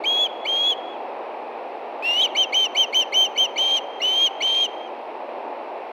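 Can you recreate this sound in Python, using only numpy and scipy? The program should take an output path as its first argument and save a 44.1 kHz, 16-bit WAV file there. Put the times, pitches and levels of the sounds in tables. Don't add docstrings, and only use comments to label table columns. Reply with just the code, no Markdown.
import sys
import numpy as np
from scipy import signal
from scipy.fft import rfft, irfft, next_fast_len
from scipy.io import wavfile
from scipy.ndimage import map_coordinates

SR = 44100
rng = np.random.default_rng(int(sys.argv[2]) if len(sys.argv) > 2 else 0)


def digitize_waveform(pressure):
    field = np.atleast_2d(pressure).T
    bounded = np.clip(field, -1, 1)
    quanta = np.round(bounded * 32767).astype(np.int16)
    wavfile.write(sys.argv[1], SR, quanta)


N = 261072

# start_s, end_s, held pitch first_hz, middle_hz, last_hz, level first_db, middle_db, last_db,
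# attack_s, octave_db (re whistle), octave flare_db, rasp_db, scoop_db
CALLS = [ (0.055, 0.269, 3254, 3320, 3435, -19.5, -22.5, -17.5, 0.0016, -25.5, 2.5, -46, -23.5),
         (0.467, 0.736, 3156, 3280, 3417, -22.5, -22.5, -18, 0.0012, -27, 4.5, -44, -24.5),
         (2.024, 2.264, 2690, 2847, 3267, -16.5, -22.5, -14, 0.067, -24.5, 10, -37.5, -60),
         (2.366, 2.45, 3130, 3155, 3123, -19, -17, -17.5, 0.0014, -26.5, 17.5, -39.5, -22.5),
         (2.542, 2.671, 3160, 3114, 3100, -15.5, -20, -18, 0.0024, -24.5, 16, -40, -21.5),
         (2.766, 2.851, 3156, 3136, 3140, -17.5, -16, -17, .002, -23.5, 14.5, -41, -22.5),
         (2.944, 3.036, 3140, 3126, 3117, -16, -17.5, -17.5, 0.0016, -21, 12, -40.5, -24.5),
         (3.14, 3.272, 3085, 3114, 3175, -18, -15.5, -20.5, 0.0013, -21.5, 13.5, -43.5, -24.5),
         (3.376, 3.465, 3146, 3152, 3154, -16, -17, -18.5, .002, -22.5, 13.5, -41.5, -28),
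         (3.577, 3.792, 3136, 3152, 3215, -18.5, -21.5, -18.5, 0.0024, -26, 18, -37, -25.5),
         (4.017, 4.282, 2966, 3129, 3296, -19.5, -22, -15, 0.0017, -24.5, 12.5, -38.5, -30.5),
         (4.422, 4.667, 3108, 3164, 3236, -19.5, -21.5, -18.5, 0.0013, -28, 19, -36.5, -23), ]
# offset_from_whistle_hz, relative_db
RASP_SPECTRUM = [(60, 0), (300, -3), (700, -4), (1100, -10), (1600, -12.5), (2200, -9.5), (2800, -39)]
# frequency_hz, relative_db
HISS_SPECTRUM = [(1500, -31), (2400, -9), (4000, 1.5), (5000, -15.5), (5900, -0.5), (7500, 1.5),
                 (9000, 2.5), (11000, -3), (12700, -14.5), (15500, -14.5)]

RISE_HZ, RISE_S = 240, 0.0365
CRACK_S, CRACK_WIDTH_S = 2.225, 0.006


def amp(db):
    return 10 ** (np.asarray(db) / 20)


def unit(x):
    return x / np.sqrt(np.mean(x ** 2) + 1e-20)


def clock():
    return np.arange(N) / SR


def along(points, hz):
    point_hz, values = np.transpose(points)
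    return np.interp(np.log(hz + 1), np.log(point_hz + 1), values)


def filtered(x, response):
    size = next_fast_len(N + SR // 2)
    spectrum = rfft(x, size) * response(np.fft.rfftfreq(size, 1 / SR))
    return irfft(spectrum, size)[..., :N]


def noise(spectrum):
    return unit(filtered(rng.standard_normal(N), lambda hz: amp(along(spectrum, hz))))


def wobble(knots_per_s):
    knots = rng.standard_normal(int(N * knots_per_s / SR) + 4)
    return map_coordinates(knots, [np.arange(N) * knots_per_s / SR])


def cycles(hz):
    return 2 * np.pi * np.cumsum(hz) / SR


def gate(t, start_s, end_s, rise_s, fall_s):
    opening = np.minimum((t - start_s) / rise_s, (end_s - t) / fall_s) + 0.5
    return np.sin(np.pi / 2 * np.clip(opening, 0, 1)) ** 2


def ramp(t, length_s):
    return np.clip(1 - t / length_s, 0, 1)


def crack_pulse(t):
    return np.exp(-((t - CRACK_S) / CRACK_WIDTH_S) ** 2)


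def whistles(jitter=0.0029, shimmer_db=0.58, flutter_slip=0.65, flutter_octave_db=-23,
             rasp_slip=0.2, hiss_db=-17, spurt_db=1.5):
    # multiple, level_db re the steady octave
    overtones = [(3, -15), (4, -14), (5, -17)]
    sag_hz, sag_s = 427, 0.0402
    fade_db, fade_hz = 8, 199
    flare_hz, flare_width_hz = 183, 164
    attack_climb_db = 11
    flutter_hz, flutter_db = 777, -43
    crack_lift_hz, crack_dip = 430, 0.65

    time, voice = clock(), np.zeros(N)
    grit = unit(amp(spurt_db * wobble(160)))
    rasp, slip, hiss = grit * noise(RASP_SPECTRUM), grit * noise(RASP_SPECTRUM), grit * noise(HISS_SPECTRUM)
    waver, shimmer = wobble(250), wobble(110)
    drift, surge = 1 + 0.06 * wobble(120), amp(4.5 * wobble(70) - 2)

    for (start_s, end_s, first_hz, middle_hz, last_hz, first_db, middle_db, last_db,
         attack_s, octave_db, flare_db, rasp_db, _) in CALLS:
        now = (time > start_s - 0.01) & (time < end_s + 0.01)
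        t = time[now]
        progress = (t - start_s) / (end_s - start_s)

        under_hz = RISE_HZ * ramp(t - start_s, RISE_S) ** 2 + sag_hz * ramp(end_s - t, sag_s) ** 2
        hz = np.interp(progress, [0, 0.5, 1], [first_hz, middle_hz, last_hz]) - under_hz
        db = np.interp(progress, [0, 0.5, 1], [first_db, middle_db, last_db])
        db -= fade_db * (1 - np.exp(-under_hz / fade_hz))
        db -= attack_climb_db * ramp(t - start_s, attack_s)

        crack = crack_pulse(t)
        hz += crack_lift_hz * np.exp(-np.abs(t - CRACK_S) / CRACK_WIDTH_S)

        swell_db = np.maximum(db, -23)
        rough = amp(rasp_db - swell_db) * (1 + crack)
        depth = amp(flutter_db - swell_db) * surge[now]
        beat = cycles(flutter_hz * drift[now])

        phase = cycles(hz * (1 + jitter * waver[now]))
        phase += flutter_slip * depth * np.cos(beat) + rasp_slip * rough * slip[now]
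        swing = 1 + depth * np.sin(beat) + rough * rasp[now]
        swing *= amp(shimmer_db * shimmer[now]) * (1 - crack_dip * crack)

        flare = np.exp(-((under_hz - flare_hz) / flare_width_hz) ** 2)
        edge = amp(octave_db + flare_db * flare) * np.sin(2 * phase)
        for multiple, level_db in overtones:
            edge += amp(octave_db + level_db) * np.sin(round(multiple) * phase)
        edge += depth * amp(flutter_octave_db) * np.cos(2 * phase - beat)

        tone = np.sqrt(2) * swing * (np.sin(phase) + (1 - crack / 2) * edge)
        breath = rough * amp(hiss_db) * hiss[now]
        voice[now] += amp(db) * gate(t, start_s, end_s, rise_s=0.0015, fall_s=0.016) * (tone + breath)
    return voice


def second_voice(pitch_hz=3800, level_db=-22, octave_db=-27, rasp_db=-24):
    t = clock()
    phase = 2 * np.pi * pitch_hz * t + amp(rasp_db) * noise(RASP_SPECTRUM)
    tone = np.sqrt(2) * (np.sin(phase) + amp(octave_db) * np.sin(2 * phase))
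    return amp(level_db) * crack_pulse(t) * tone


def scoops(octave_db=-13, third_db=-32, rasp_db=-23, hiss_db=-31, tick_db=-17):
    # start_s, length_s, first_hz, last_hz, level_db
    drops = [(0.26, 0.016, 2710, 2200, -37.5), (2.264, .015, 2580, 2120, -35.5)]
    scoop_s = 0.018
    from_share, to_share = 0.72, 0.85
    arc = 0.83

    time, voice = clock(), np.zeros(N)
    rasp, hiss = noise(RASP_SPECTRUM), noise(HISS_SPECTRUM)
    tick = noise([(1500, -22.0), (2200, 9.0), (4500, -5), (7000, -16), (11000, -30.5)])

    glides = []
    for start_s, _, held_hz, *_, scoop_db in CALLS:
        whistle_hz = held_hz - RISE_HZ
        glides.append((start_s - scoop_s, scoop_s, from_share * whistle_hz, to_share * whistle_hz, scoop_db))
    glides.extend(drops)

    for start_s, length_s, first_hz, last_hz, level_db in glides:
        now = (time >= start_s) & (time < start_s + length_s)
        t = time[now] - start_s
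        progress = t / length_s
        phase = cycles(first_hz + (last_hz - first_hz) * progress ** 1.54)
        tone = np.sin(phase) + amp(octave_db) * np.sin(2 * phase) + amp(third_db) * np.sin(3 * phase)
        swell = np.abs(np.sin(arc * np.pi * progress ** 1.52)) ** 0.54
        opening = amp(tick_db) * np.exp(-t / 0.0044) * tick[now]
        glide = np.sqrt(2) * tone * (1 + amp(rasp_db) * rasp[now]) + amp(hiss_db) * hiss[now]
        glide *= 1 - ramp(length_s - t, 0.001)
        voice[now] += amp(level_db) * (opening + swell * glide)
    return voice


def throat(voice):
    # frequency_hz, gain_db
    windpipe = [(300, -64.5), (1200, -13.5), (1900, -1.5), (4400, 2.5), (5050, -14), (5600, -0.5),
                (9200, -3.5), (10100, -6.5), (12300, 1.5)]
    return filtered(voice, lambda hz: amp(along(windpipe, hz)))


def trees(call, scatter_db=-27, t60_s=0.92, dull_hz=6200):
    # delay_s, level_db
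    echoes = [(.031, -39), (.063, -27), (.128, -40.5), (0.179, -33), (.223, -27), (.39, -45.5)]
    t = np.arange(SR // 2) / SR
    tail = amp(-60 * t / t60_s) * rng.standard_normal(len(t))
    tail /= np.linalg.norm(tail)
    foliage = amp(scatter_db) * signal.fftconvolve(call, tail)[:N]
    trunks = sum(amp(db) * np.pad(call, (round(delay_s * SR), 0))[:N] for delay_s, db in echoes)
    return foliage + filtered(trunks, lambda hz: 1 / (1 + (hz / dull_hz) ** 4))


def placed(call):
    # frequency_hz, left_minus_right_db
    lean = [(3300, 0.17), (4200, .3), (5500, 3.5), (6500, 2), (9800, 2), (12000, 0.7)]
    return filtered(call, lambda hz: amp(np.outer([0.5, -0.5], along(lean, hz))))


def far_rush(air_db=-48.5, rumble_db=-99):
    # frequency_hz, relative_db_per_hz
    rush_spectrum = [(53, -78.5), (90, -51), (104, -47.5), (144, -38.5), (177, -29), (209, -26),
                     (232, -17.5), (264, -14.5), (361, -5), (438, -4.5), (561, -1), (838, -0.5),
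                     (1100, -10), (1480, -21), (2000, -23.5), (2600, -54.5), (4400, -120)]
    # frequency_hz, relative_db_per_hz
    air_spectrum = [(940, -25), (1600, -7), (1950, -4), (2250, -0.5), (2630, 0.5), (2970, -7.5),
                    (3530, -12.5), (4110, -15), (5740, -28.5), (6810, -40), (8160, -38.5), (8720, -38),
                    (15600, -44.5)]
    # time_s, level_db
    flow = [(0, -31.5), (1, -32), (3.8, -32.5), (4.3, -33), (4.9, -34), (5.55, -31.5), (5.92, -33.5)]
    rush_db = np.interp(clock(), *np.transpose(flow)) + 0.22 * wobble(12)
    rush = amp(rush_db) * noise(rush_spectrum)
    air = amp(air_db) * noise(air_spectrum)
    rumble = amp(rumble_db) * noise([(20, 1), (100, -0.5), (300, -27.5)])
    return rush + air + rumble


def mains_hum():
    # frequency_hz, mean level_db
    harmonics = [(120, -85.5), (240, -60.5)]
    t, hum = clock(), np.zeros(N)
    for hz, db in harmonics:
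        phase = 2 * np.pi * hz * t + 0.28 * wobble(3.3)
        hum += amp(db + wobble(6)) * np.sqrt(2) * np.sin(phase)
    return hum


def scene():
    bird = throat(whistles() + second_voice() + scoops())
    return placed(bird + trees(bird)) + far_rush() + mains_hum()


def record(dry, top_hz=15780):
    fade = gate(clock(), 0.002, N / SR - 0.002, rise_s=0.004, fall_s=0.004)
    return filtered(dry * fade, lambda hz: hz < top_hz)


dry = scene()
out = record(dry)
digitize_waveform(out)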